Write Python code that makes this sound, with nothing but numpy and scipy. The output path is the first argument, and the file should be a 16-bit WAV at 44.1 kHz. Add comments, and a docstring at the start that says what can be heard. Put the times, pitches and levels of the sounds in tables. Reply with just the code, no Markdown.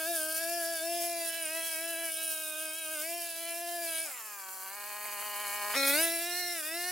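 """A two-stroke backpack brush cutter works through weeds on a bank, a few metres away in the open.
Its exhaust is one ringing pulse per firing; the engine sags as the head bites, drops back, then opens up close by.
Each firing also puffs hiss; ragged ones ring the muffler or pop. Stems crackle in the rush of air and leaves.
The gear in the head whines in bursts and chatters, the head squeaks once, and a faint breeze buffets."""
import sys
import numpy as np
from scipy import signal
from scipy.fft import rfft, irfft, next_fast_len
from scipy.io import wavfile
from scipy.ndimage import uniform_filter1d

SR = 44100
rng = np.random.default_rng(int(sys.argv[2]) if len(sys.argv) > 2 else 0)


def digitize_waveform(pressure):
    """Quantize a signal to 16-bit integers and store it at the path in sys.argv[1].

    Rows of a 2-D input are taken as channels; values are limited to [-1, 1].
    """
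    field = np.atleast_2d(pressure).T
    bounded = np.clip(field, -1, 1)
    quanta = np.round(bounded * 32767).astype(np.int16)
    wavfile.write(sys.argv[1], SR, quanta)


N = 304731
T = np.arange(N) / SR
FFT_SIZE = next_fast_len(N)
HZ = np.fft.rfftfreq(FFT_SIZE, 1 / SR)
CUTOFF_HZ = 15900
SHUT_S, OPEN_S = 4.1, 5.75  # the throttle is shut between these times

# Stereo width. Each row: frequency in Hz, side minus mid in dB.
WIDTH = [(60, -18), (300, -12), (700, -31), (1300, -7.5), (2400, -21.5), (4400, -7.5), (8100, -6),
         (15000, -5)]


def amp(db):
    """Decibels to gain."""
    return 10 ** (np.asarray(db) / 20)


def unit(x):
    """Scales to an rms of one."""
    return x / np.sqrt(np.mean(abs(x) ** 2) + 1e-20)


def follow(rows, t=T):
    """The columns of a curve table at the times t."""
    s, *columns = np.transpose(rows)
    return [np.interp(t, np.sort(s), column) for column in columns]


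def read(points, hz):
    """A spectrum at the given frequencies, interpolated over log frequency."""
    f, value = np.transpose(points)
    return np.interp(np.log(hz + 1), np.log(f + 1), value)


def colour(x, gain):
    """Filters by one gain per frequency."""
    return irfft(rfft(x, FFT_SIZE) * gain, FFT_SIZE)[..., :N]


def drift(rate_hz):
    """Smooth chance of unit rms, rolled off around the rate."""
    return unit(colour(rng.standard_normal(N), np.exp(-(HZ / rate_hz) ** 2)))


def wander(z, firings):
    """Smooths chance values over about so many firings."""
    lag = np.arange(-200, 201)[:, None]
    return unit(signal.fftconvolve(z, np.exp(-(lag / firings) ** 2), "same", axes=0))


def widen(mid, side):
    """Left and right from direct sound and sound scattered by the surroundings."""
    side = colour(side, amp(read(WIDTH, HZ)))
    return np.array([mid + side, mid - side])


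def running(t, changes, fade=0.037):
    """Shares of the stretches between the changes, fading into one another over so many seconds."""
    passed = [np.clip((t - s) / fade + .5, 0, 1) for s in changes]
    return -np.diff([np.ones(len(t)), *passed, np.zeros(len(t))], axis=0)


def swell(t, s, before, after, shape=2):
    """Rises to one at the time s and falls away again."""
    return np.exp(-(abs(t - s) / np.where(t < s, before, after)) ** shape)


def bursts(rows):
    """The envelope of rows of time in s, half length in s, level in dB."""
    return sum(amp(db) * swell(T, s, half, half) for s, half, db in rows)


def lift_db(rows):
    """The brief level changes in rows of time in s, half length in s, change in dB."""
    return sum(db * swell(T, s, half, half) for s, half, db in rows)


def coasting(t):
    """One while the throttle is shut."""
    return running(t, [SHUT_S, OPEN_S], fade=.021)[1]


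def sag(t):
    """Speed lost as the head bites into weeds, in firings per second."""
    # Each row: time when slowest in s, sag in Hz, build-up in s, recovery in s.
    bites = [(0.032, 28.7, 0.14, 0.05), (0.198, 32.5, 0.052, 0.22), (0.359, 9.9, 0.13, 0.14),
             (0.632, 16.4, 0.028, 0.074), (0.787, 24.8, 0.062, 0.1), (1.315, 19.2, 0.21, 0.11),
             (1.473, 35, 0.059, 0.088), (1.64, 17.5, 0.072, 0.084), (1.765, 22.3, 0.063, 0.071),
             (1.962, 16.3, 0.15, 0.074), (2.106, 16.7, 0.06, 0.29), (2.538, 34.5, 0.34, 0.26),
             (2.729, 12, 0.112, 0.037), (2.892, 27, 0.11, 0.044), (2.984, 43.5, 0.053, 0.094),
             (3.353, 20.6, 0.14, 0.28), (3.94, 27.1, 0.11, 0.45), (6.198, 9.7, 0.14, 0.054),
             (6.627, 48.8, 0.059, 0.11)]
    shape = 1.5  # between pointed (1) and rounded (2)
    return sum(hz * swell(t, s, build, recovery, shape) for s, hz, build, recovery in bites)


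def crank_speed(t):
    """Firings per second: what the throttle gives less what the weeds take."""
    # Head running free. Each row: time in s, firings per second.
    free_speed = [(-0.0, 347.6), (4.042, 350.8), (4.11, 289.5), (4.217, 236.8), (4.425, 200.6),
                  (4.659, 191.7), (4.77, 207.7), (5.08, 208.3), (5.1, 205.3), (5.23, 205.1), (5.286, 209.5),
                  (5.37, 203), (5.424, 209), (5.468, 202.7), (5.586, 206.6), (5.738, 204.8), (5.76, 273.4),
                  (5.925, 279.0), (6.022, 333.6), (6.359, 354.8), (6.7, 349.7), (6.9, 362.4)]
    return follow(free_speed, t)[0] - sag(t)


def breeze(level_db=-1, corner_hz=45, buffet_db=4, buffet_hz=8):
    """Wind on the microphone: faint low noise, buffeting at random, with a few gusts."""
    # Steady breeze. Each row: time in s, level in dB before the trim level_db.
    steady_levels = [(0, -99), (1.4, -103), (3.9, -106), (4.2, -119), (5.6, -110), (5.85, -94), (6.1, -101),
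                     (6.91, -103)]
    # Each row: time in s, half length in s, level in dB.
    gusts = [(.52, 0.03, -88), (.87, 0.029, -89), (1.285, 0.013, -82), (5.8, 0.039, -91),
             (5.965, 0.026, -81), (6.39, 0.024, -91)]
    rumble = unit(colour(rng.standard_normal((2, N)), 1 / (1 + (HZ / corner_hz) ** 2)))
    steady = amp(follow(steady_levels)[0] + level_db + buffet_db * drift(buffet_hz))
    return widen(*rumble) * (steady + bursts(gusts))


def surroundings(x, fade_s=0.037):
    """Reflections from wall, bank and body cancel or lift narrow bands for a while."""
    # Each row: start in s, end in s, centre in Hz, width in Hz, gain in dB.
    reflections = [(0.181, 0.36, 1940, 350.5, -18), (0.448, 0.619, 3900, 700, -9),
                   (1.3, 2.1, 3650, 349.7, -5), (2.25, 2.95, 1970, 299.4, -3),
                   (3.101, 3.851, 1170, 160, -2), (3.265, 3.5, 3940, 900, 2.5),
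                   (4.126, 4.68, 1170, 200, 4.5), (4.2, 4.68, 3670, 600, -5), (4.7, 5.727, 5400, 500, -8),
                   (4.7, 5.721, 3429, 200, -13), (5.33, 5.68, 10900, 350, 4),
                   (6.1, 6.951, 6520, 499.6, -15), (6.098, 6.95, 3220, 350, -8),
                   (6.569, 6.715, 3434, 998, -2)]
    for start, end, hz, width, db in reflections:
        band = signal.lfilter(*signal.iirpeak(hz, hz / width, fs=SR), x)
        x = x + (amp(db) - 1) * running(T, [start, end], fade=fade_s)[1] * band
    return x


def squeak(turns, level_db=-2, undertone_db=-9):
    """The head scrapes: a short rising squeak with a rasp an octave below, shaken once a turn."""
    # Each row: time in s, pitch in Hz, level in dB before the trim level_db.
    glide = [(5.862, 9580, -40), (5.869, 9860, -28), (5.877, 11000, -30), (5.882, 12270, -29),
             (5.889, 11940, -28), (5.898, 12790, -42)]
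    hz, db = follow(glide)
    sounding = (T > glide[0][0]) & (T < glide[-1][0])
    phase = 2 * np.pi * np.cumsum(hz) / SR + 0.87 * drift(590)
    tone = np.sin(phase) + amp(undertone_db) * np.sin(phase / 2 + drift(694))
    return sounding * amp(db + level_db) * tone * (1 + 1.16 * np.cos(2 * np.pi * turns))


def grab():
    """How hard the weeds are braking the head, from -1 (spinning up) to 1."""
    smoothing_s, hard_braking_hz_per_s = 0.02, 390
    braking = uniform_filter1d(np.gradient(sag(T), T), int(smoothing_s * SR))
    return np.tanh(braking / hard_braking_hz_per_s)


def gear(turns, bursts_hz=88, unevenness=0.41, burst_s=0.0025, spread_db=1.5, level_db=1.0,
         chatter_db=-3, runout_depth=0.088, lobes_depth=0.37, unload_s=0.052, wobble=1.8,
         grab_db=5.5, coasting_db=-17.5):
    """Teeth mesh at thirty times crank speed; the shaft winds up and lets go, so the whine comes in bursts."""
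    # Whine. Each row: time in s, level in dB before the trim level_db.
    whine_levels = [(0.0, -48), (2.26, -45), (3.85, -51.5), (3.96, -40), (4.18, -41), (5.69, -65.5),
                    (6.02, -41), (6.38, -59), (6.9, -45)]
    # Brief swells and drops. Each row: time in s, half length in s, change in dB.
    swells = [(.22, 0.046, 8.5), (.34, 0.026, 11), (1.28, 0.023, 4.5), (1.37, 0.032, -18), (1.53, 0.14, 4),
              (5.945, .025, 7), (6.17, 0.039, 9)]
    # Hardest bursts. Each row: time in s, peak in dB before the trim chatter_db.
    chatter = [(2.121, -30), (2.142, -31), (2.171, -30.5), (2.2016, -45), (2.248, -30.5), (2.256, -33),
               (2.27, -30), (2.28, -28), (2.2918, -32), (2.3043, -36), (3.4536, -34), (3.4678, -43),
               (3.494, -40), (3.5085, -35), (3.524, -35), (5.961, -27), (5.9836, -29), (6.0253, -27),
               (6.0339, -22), (6.0416, -22), (6.053, -27)]
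    shaft = np.cumsum(bursts_hz * (1 + unevenness * drift(70))) / SR
    sizes = amp(spread_db * np.clip(rng.standard_normal(N), -2, 1.5))
    kicks = np.diff(np.floor(shaft), prepend=0) * sizes
    bell = np.exp(-(np.arange(-400, 401) / SR / burst_s) ** 2)
    level = unit(.15 + unit(signal.oaconvolve(kicks, bell, "same")))
    hard = np.zeros(N)
    for s, db in chatter:
        hard[round(s * SR)] = amp(db + chatter_db)
    whine_db = follow(whine_levels)[0] + level_db + grab_db * grab() + lift_db(swells)
    level = np.maximum(level * amp(whine_db), signal.oaconvolve(hard, bell, "same"))
    level = level * amp(coasting_db * coasting(T + unload_s))  # coasting teeth carry little load
    # uneven tooth load, once and three times a turn, puts sidebands around the whine
    load = 1 + runout_depth * np.cos(2 * np.pi * turns) + lobes_depth * np.cos(6 * np.pi * turns)
    load = load + .25 * drift(1100)
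    phase = 2 * np.pi * 30 * turns + wobble * drift(97)
    ears = np.array([np.cos(phase + .35 * drift(40)) for ear in range(2)])
    return level * load * np.sqrt(2) * ears


def bounce(x, delay_s=0.000632, sway=0.098, strength=0.28):
    """A close reflection whose path changes with the swing: slowly moving peaks and dips in the treble."""
    late = T - delay_s * (1 + sway * drift(1.62))
    return (x + strength * np.array([np.interp(late, T, ear) for ear in x])) / np.hypot(1, strength)


def hiss(turns, open_puff=0.96, puff_turns=0.33, stray_turns=0.089, crackle=0.41, stems_per_s=900,
         grain_db=1.0, rush_db=0.9, fizz_db=-1.5, spit_turns=0.086, spit_spread_db=0.2):
    """Gas bursts from the port once a turn, over the rush of the head and the snapping of stems."""
    # Air and leaves. Each row: time in s, rush below and fizz above 10 kHz in dB before trims.
    levels = [(0, -49.5, -38.5), (1.38, -52, -44), (2.35, -51.5, -40), (2.7, -55, -46), (3.8, -54, -44.5),
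              (3.98, -49, -40.5), (4.13, -52.5, -48.5), (4.7, -54.5, -49.5), (5.74, -46.5, -44.5),
              (5.9, -45, -30.5), (6.2, -50.5, -40.5), (6.9, -51.5, -43.5)]
    # Colour with the throttle open. Each row: frequency in Hz, relative level in dB.
    open_colour = [(100, -45), (190, -37), (270, -17), (520, -15), (850, -25), (1200, -21), (1550, -13),
                   (2000, -29), (2700, -8), (3600, -9.5), (4500, -5.5), (5200, -1.5), (6000, -3.5),
                   (7300, -1.5), (10500, 5), (12500, 3.5), (15700, 2)]
    # Colour with the throttle shut. Each row: frequency in Hz, relative level in dB.
    shut_colour = [(130, -49), (240, -18), (900, -10.5), (2600, -12.5), (3500, -13.5), (4400, -6),
                   (5000, -7.5), (5800, -10), (6150, -4.5), (6500, -6), (7300, -2.5), (7750, -2),
                   (8150, -4), (8800, 0.5), (10200, 0.5), (11100, 4.5), (12000, 4.5), (13000, 7.5),
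                   (14300, 2.5), (15300, 5), (15700, 5)]
    # Coasting puffs, growing as the engine picks up again. Each row: time in s, depth.
    spit_depth = [(4.2, 1.55), (4.9, 2.65)]
    # Sprays of shredded leaves. Each row: time in s, half length in s, lift in dB.
    sprays = [(1.021, 0.026, 4.5), (1.549, 0.048, 1), (2.339, 0.036, 3), (3.025, 0.16, 4)]
    shut = coasting(T)
    # turbulence shifts each puff a little
    puff = np.exp(-((turns + stray_turns * drift(200)) % 1) / puff_turns)
    # no two coasting firings spit alike
    sizes = amp(spit_spread_db * np.clip(rng.standard_normal(N), -2, 2))
    spit = sizes[turns.astype(int)] * np.exp(-(turns % 1) / spit_turns)
    snap_sizes = amp(grain_db * np.minimum(rng.exponential(1, (2, N)), 5))
    snaps = (rng.random((2, N)) < stems_per_s / SR) * snap_sizes
    snaps = signal.lfilter([1], [1, -np.exp(-1 / (0.00073 * SR))], snaps)
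    air = bounce(rng.standard_normal((2, N)))
    open_gate = 1 + open_puff * puff + crackle * unit(snaps)
    shut_gate = 1 + follow(spit_depth)[0] * spit
    noise = 0
    for share, gate, spectrum in ((1 - shut, open_gate, open_colour), (shut, shut_gate, shut_colour)):
        noise = noise + share * unit(colour(air * gate, amp(read(spectrum, HZ)) * (HZ < CUTOFF_HZ)))
    noise = widen(*noise) * amp(1.36 * drift(18))  # the hiss flickers
    noise = noise * amp(lift_db(sprays))
    high = 1 / (1 + (10000 / (HZ + 1)) ** 8)
    rush, fizz = follow(levels)
    low_part = colour(noise, 1 - high) * amp(rush + rush_db + 11.5)
    return low_part + colour(noise, high) * amp(fizz + fizz_db + 2.0)


def misfires(ring_s=0.0022, low_hz=550, high_hz=3000):
    """A late charge goes off in the muffler: one short, dry pop out of the idle."""
    # Each row: time in s, peak in dB.
    late_firings = [(4.327, -47), (5.055, -31), (5.225, -34), (5.26, -42), (5.45, -33)]
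    resonator = signal.butter(4, [low_hz, high_hz], "bandpass", fs=SR, output="sos")
    t = np.arange(1000) / SR
    out = np.zeros(N)
    for s, db in late_firings:
        pop = signal.sosfilt(resonator, rng.standard_normal(len(t)) * np.exp(-t / ring_s))
        out[round(s * SR):][:len(t)] += amp(db) * pop / abs(pop).max()
    return out


def sputter(turns, stray_turns=.17, spread_db=4.0, edge_s=0.017):
    """Half-burnt firings, uneven in size and timing, each ring a resonance of the muffler or of the engine
    casing."""
    # Throttle shutting, idling, opening. Each row: start in s, end in s, resonance in Hz, width in Hz, level in dB.
    resonances = [(4.05, 4.117, 810, 240, -52.5), (4.065, 4.118, 1430, 840, -50.5),
                  (4.055, 4.21, 2430, 550, -55), (4.16, 4.225, 1250, 1000, -56),
                  (4.1, 4.66, 7300, 340, -53.5), (4.75, 5, 4200, 170, -62), (4.8, 6.1, 2700, 990, -58.5),
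                  (5.738, 5.775, 1520, 1700, -39), (4.1, 4.1, 5300, 810, -68)]
    fired = np.diff(np.floor(np.maximum.accumulate(turns + stray_turns * drift(120))), prepend=0)
    pops = fired * amp(spread_db * np.clip(rng.standard_normal(N), -2, 2))
    out = 0
    for start, end, hz, width, db in resonances:
        edges = [max(hz - width / 2, hz / 10), hz + width / 2]
        resonator = signal.butter(2, edges, "bandpass", fs=SR, output="sos")
        ring = unit(signal.sosfilt(resonator, pops))
        out = out + amp(db) * running(T, [start, end], fade=edge_s)[1] * ring
    return out


def exhaust_levels(t):
    """Boom, bark, ring and rasp in dB, from position, drag and swings."""
    # The operator moves about. Each row: time in s, boom, bark, ring, rasp in dB before trims.
    position = [(0.0, -42.5, -40.5, -46, -46), (0.8, -39.5, -44.0, -51, -44.5), (0.9, -38, -50, -48, -47),
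                (1.37, -43.5, -47, -47.5, -47), (2.06, -44.5, -44.5, -44, -48.5),
                (2.11, -50, -44, -42.5, -47), (2.83, -45.5, -48, -46.5, -50),
                (2.98, -45.5, -44.5, -47, -50.5), (3.34, -49, -53, -49, -51), (3.79, -42, -46, -52.5, -52),
                (3.97, -48, -46.5, -41.5, -43.5), (4.045, -49.5, -51, -47, -52), (4.06, -54, -53, -54, -66),
                (4.19, -66, -54.5, -55.5, -62), (4.5, -61.5, -51, -56, -65), (5.735, -50, -40, -41, -51),
                (5.77, -39, -37.5, -32, -39), (5.99, -38, -34, -37.5, -40), (6.17, -43, -46.5, -42, -43),
                (6.9, -50.5, -45, -44.5, -44)]
    # The muffler swings about. Each row: time in s, half length in s, boom, bark, ring change in dB.
    swings = [(0.107, 0.028, 5, -9, 0), (0.364, 0.048, -5.5, -1.5, -0.5), (0.537, 0.06, 1.5, -4.5, 3),
              (0.653, 0.045, 0, 2.5, -3), (0.783, 0.027, -8, 0.5, 3), (1.331, 0.072, -5, 2.5, 1.5),
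              (1.463, 0.094, -2, -0.5, 5.5), (1.58, 0.024, 2.5, 2, 2), (1.689, 0.078, -7, -1, 3),
              (2.141, 0.041, -1.5, -9, -3.5), (2.252, 0.031, -0.5, -7, -2), (2.425, 0.11, -2.5, -3.5, -3.5),
              (2.788, 0.075, -8.5, -3.5, 1), (3.135, 0.057, 4, 0.5, 0), (3.33, 0.056, -3, 1, -2.5),
              (3.503, 0.061, 0.5, 1.5, 5.5), (4.576, 0.069, 0, -3.5, -6), (5.667, 0.039, 2.5, 1.5, -4.5),
              (6.373, 0.11, -2.5, 4, -1), (6.622, 0.05, -2.5, -0.5, -2), (6.761, 0.039, 6, 0, 0.5),
              (6.868, 0.063, 3.5, 5, -3)]
    boom, bark, ring, rasp = follow(position, t)
    drag = sag(t) - 25.5  # Hz beyond the sag of ordinary mowing
    swung = sum(np.outer(dbs, swell(t, s, half, half)) for s, half, *dbs in swings)
    return np.array([boom + swung[0] - 0.09 * drag,  # a dragged engine falls off the muffler's tuning
                     bark + swung[1],
                     ring + swung[2],
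                     rasp - 0.2 * drag])  # and loses some of its edge


def postures():
    """How the engine faces the listener and runs as the operator swings: start in s, pulse shape."""
    # Every table: relative level in dB of crank orders 1, 2, 3 ..
    behind = [-10.5, 0.5, -14, -10, 2, -17.5, -16, -18.5, -19, -19, -12.5, -22, -18.5, -8, -14.5, -12, -17,
              -23]  # heard from behind the operator
    reaching = [-9, 1.5, -20.5, -27.5, -11, -16, -8.5, -7, -13.5, -22, -19, -24, -27, -15, -23, -16, -32,
                -28.5]  # out to the right
    turned = [-11, -1, -12, -10.5, 2, -9, -4, -1.5, -7.5, -8.5, -13.5, -7.5, -13, -17, -15.5, -7.5, -21.5]  # muffler turned away
    bent = [-9.5, -0.5, -12, -5, 4, -21, -8.5, -2.5, -7, -5, -12, -1.5, -18, -19, -21, -1, -17]  # low over the weeds
    rundown = [-25, -13, -10, -2.5, 2.5, -1, -9.5, 2, -3.5, -10, -12, -7, -17, -16, -11, -37, -14, -24, -22,
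               -20, -14, -12]  # after the throttle is let go
    coasting_shape = [-23, -14, -5.5, 0.5, 3.5, -2, -7, -1, 0, -9, -3.5, -3, -14, -9, -11, -39, -17, -22,
                      -28, -19.5, -9, -13, -21, -14]  # throttle shut
    opening = [-13, -9.5, -7.5, -7.5, 6.5, -1.5, 4, -1.5, 1.5, -24, -48, -9, -12, -9, -8, -18, -30, -23,
               -17, -14, -22]  # pulling hard as the throttle opens
    side_on = [-5.5, -0.5, -11, -5, 3.5, 3, -7.5, -6, -14, -17, -11, -7, -30, -17.5, -14, -9.5, -20, -18.5]  # side-on and close
    return [(0, behind), (0.84, reaching), (1.27, turned), (2.11, bent), (3.03, reaching),
            (3.27, turned), (3.53, reaching), (3.89, turned), (SHUT_S, rundown),
            (4.7, coasting_shape), (OPEN_S, opening), (6.02, side_on)]


def pulse(db, smear_turns, lag_turns, lag_below, count=26, fall_db=0.67):
    """Harmonics of a pulse that rings down; the muffler delays the low pop and spreads the upper partials."""
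    k = np.arange(len(db)) + 1
    every = np.arange(2 * count + 1)
    log_gain = np.log(amp(np.interp(every, k, db) - fall_db * np.maximum(every - k[-1], 0)))
    # minimum phase from the log spectrum
    circle = np.concatenate([log_gain, log_gain[-2:0:-1]])
    harmonics = np.exp(signal.hilbert(circle).conj())[1:count + 1]
    order = np.arange(count)
    delay = smear_turns * order / len(k) + lag_turns / (1 + (order / lag_below) ** 10)
    return harmonics * np.exp(-2j * np.pi * np.cumsum(delay))


def exhaust(turns, trim_db=(.5, .3, -.7, -4), scatter=1.0, rasp_scatter=0.064, shut_scatter=0.31,
            fading=0.56, flutter=0.27, side_db=2, open_smear=0.873, shut_smear=0.034, lag_turns=0.327,
            open_lag_below=8.26, shut_lag_turns=0.269, shut_lag_below=5.94, ring_scatter=0.052,
            shut_calm=0.44):
    """One pulse a turn, each a little different; echoes off wall and bank shift as the operator moves."""
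    # Edges in Hz between boom, bark, ring and rasp.
    edges_hz = [780, 2150, 3400]
    # Uneven combustion. Each row: time in s, relative spread of strength between firings.
    roughness = [(0.2, 0.037), (1.2, 0.047), (3.9, 0.025), (4.03, 0.068), (4.07, 0.2), (4.14, 0.086),
                 (4.5, 0.18), (5.3, .14), (5.71, 0.15), (5.748, 0.33), (5.78, 0.16), (5.97, 0.15),
                 (6.1, 0.038), (6.52, 0.049), (6.62, 0.13), (6.75, 0.057)]
    firing = np.arange(int(turns[-1]) + 2)
    t = np.interp(firing, turns, T)
    shut = coasting(t)[:, None]
    starts, ways = zip(*postures())
    shapes = np.array([pulse(way, shut_smear, shut_lag_turns, shut_lag_below) if SHUT_S <= s < OPEN_S
                       else pulse(way, open_smear, lag_turns, open_lag_below)
                       for s, way in zip(starts, ways)])
    shares = running(t, starts[1:]).T
    angles = np.angle(shares @ (shapes / abs(shapes)))
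    partials = (shares @ abs(shapes)) * np.exp(1j * angles)
    orders = np.arange(partials.shape[1]) + 1
    hz = crank_speed(t)[:, None] * orders
    chance = rng.standard_normal((4, *hz.shape)) + 1j * rng.standard_normal((4, *hz.shape))

    short = np.minimum(hz / 2500, 2)  # short waves fade and flutter most
    unsteady = short * (1 - shut_calm * shut)  # less so while the head is not being swung
    partials = partials * (1 + fading * unsteady * wander(chance[0], firings=19.4))

    above = [1 / (1 + (edge / hz) ** 24) for edge in edges_hz]
    bands = -np.diff([np.ones(hz.shape), *above, np.zeros(hz.shape)], axis=0)
    power = (bands * abs(partials) ** 2).sum(2)
    gains = amp(exhaust_levels(t) + np.array(trim_db)[:, None]) / np.sqrt(power / 2)
    partials = partials * (bands * gains[:, :, None]).sum(0)

    strength = rng.standard_normal((len(t), 1)) + scatter * chance[1]
    strength = strength * np.minimum(hz / 650, 1) ** 2  # the muffler evens out the bass
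    rough = follow(roughness, t)[0][:, None] * (1 + bands[3])
    # the rasp is partly turbulence, most of all when coasting
    rough = rough + (rasp_scatter + shut_scatter * shut) * bands[3]
    rough = rough + ring_scatter * (1 - shut) * bands[2]
    partials = partials * (1 + rough * strength + flutter * unsteady * wander(chance[2], firings=2.66))

    side = wander(chance[3], firings=33) * amp(read(WIDTH, hz) + side_db) * np.minimum(short, 1)
    out, crank, wave = np.zeros((2, N)), np.exp(2j * np.pi * turns), 1
    for k in range(len(orders)):
        wave = wave * crank
        for ear, sign in enumerate((1, -1)):
            partial = partials[:, k] * (1 + sign * side[:, k])
            out[ear] += (np.interp(turns, firing, partial) * wave).real
    return out


def scene(hunting=.004, jitter=0.00354, shut_jitter=.005):
    """One crank drives all; it is less even when coasting, and the heavy head does not follow that jitter."""
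    speed = crank_speed(T) * (1 + hunting * drift(21.47))
    head = np.cumsum(speed) / SR
    uneven = 1 + jitter * drift(139.0) + shut_jitter * coasting(T) * drift(50)
    turns = np.cumsum(speed * uneven) / SR
    engine = exhaust(turns) + sputter(turns) + misfires() + hiss(turns)
    return surroundings(engine + gear(head) + squeak(turns)) + breeze()


def record(dry):
    """The balance of the two microphones, then the band limit."""
    # Each row: frequency in Hz, left minus right in dB.
    lean = [(60, -1), (200, 2.5), (380, 3.5), (700, 3), (1300, 0.7), (4400, 0), (8100, -0.7), (15000, -.3)]
    heard = colour(dry, amp(np.array([[.5], [-.5]]) * read(lean, HZ)))
    lowpass = signal.firwin(511, CUTOFF_HZ, window=("kaiser", 9), fs=SR)
    return signal.oaconvolve(heard, lowpass[None], "same")


dry = scene()
out = record(dry)
digitize_waveform(out)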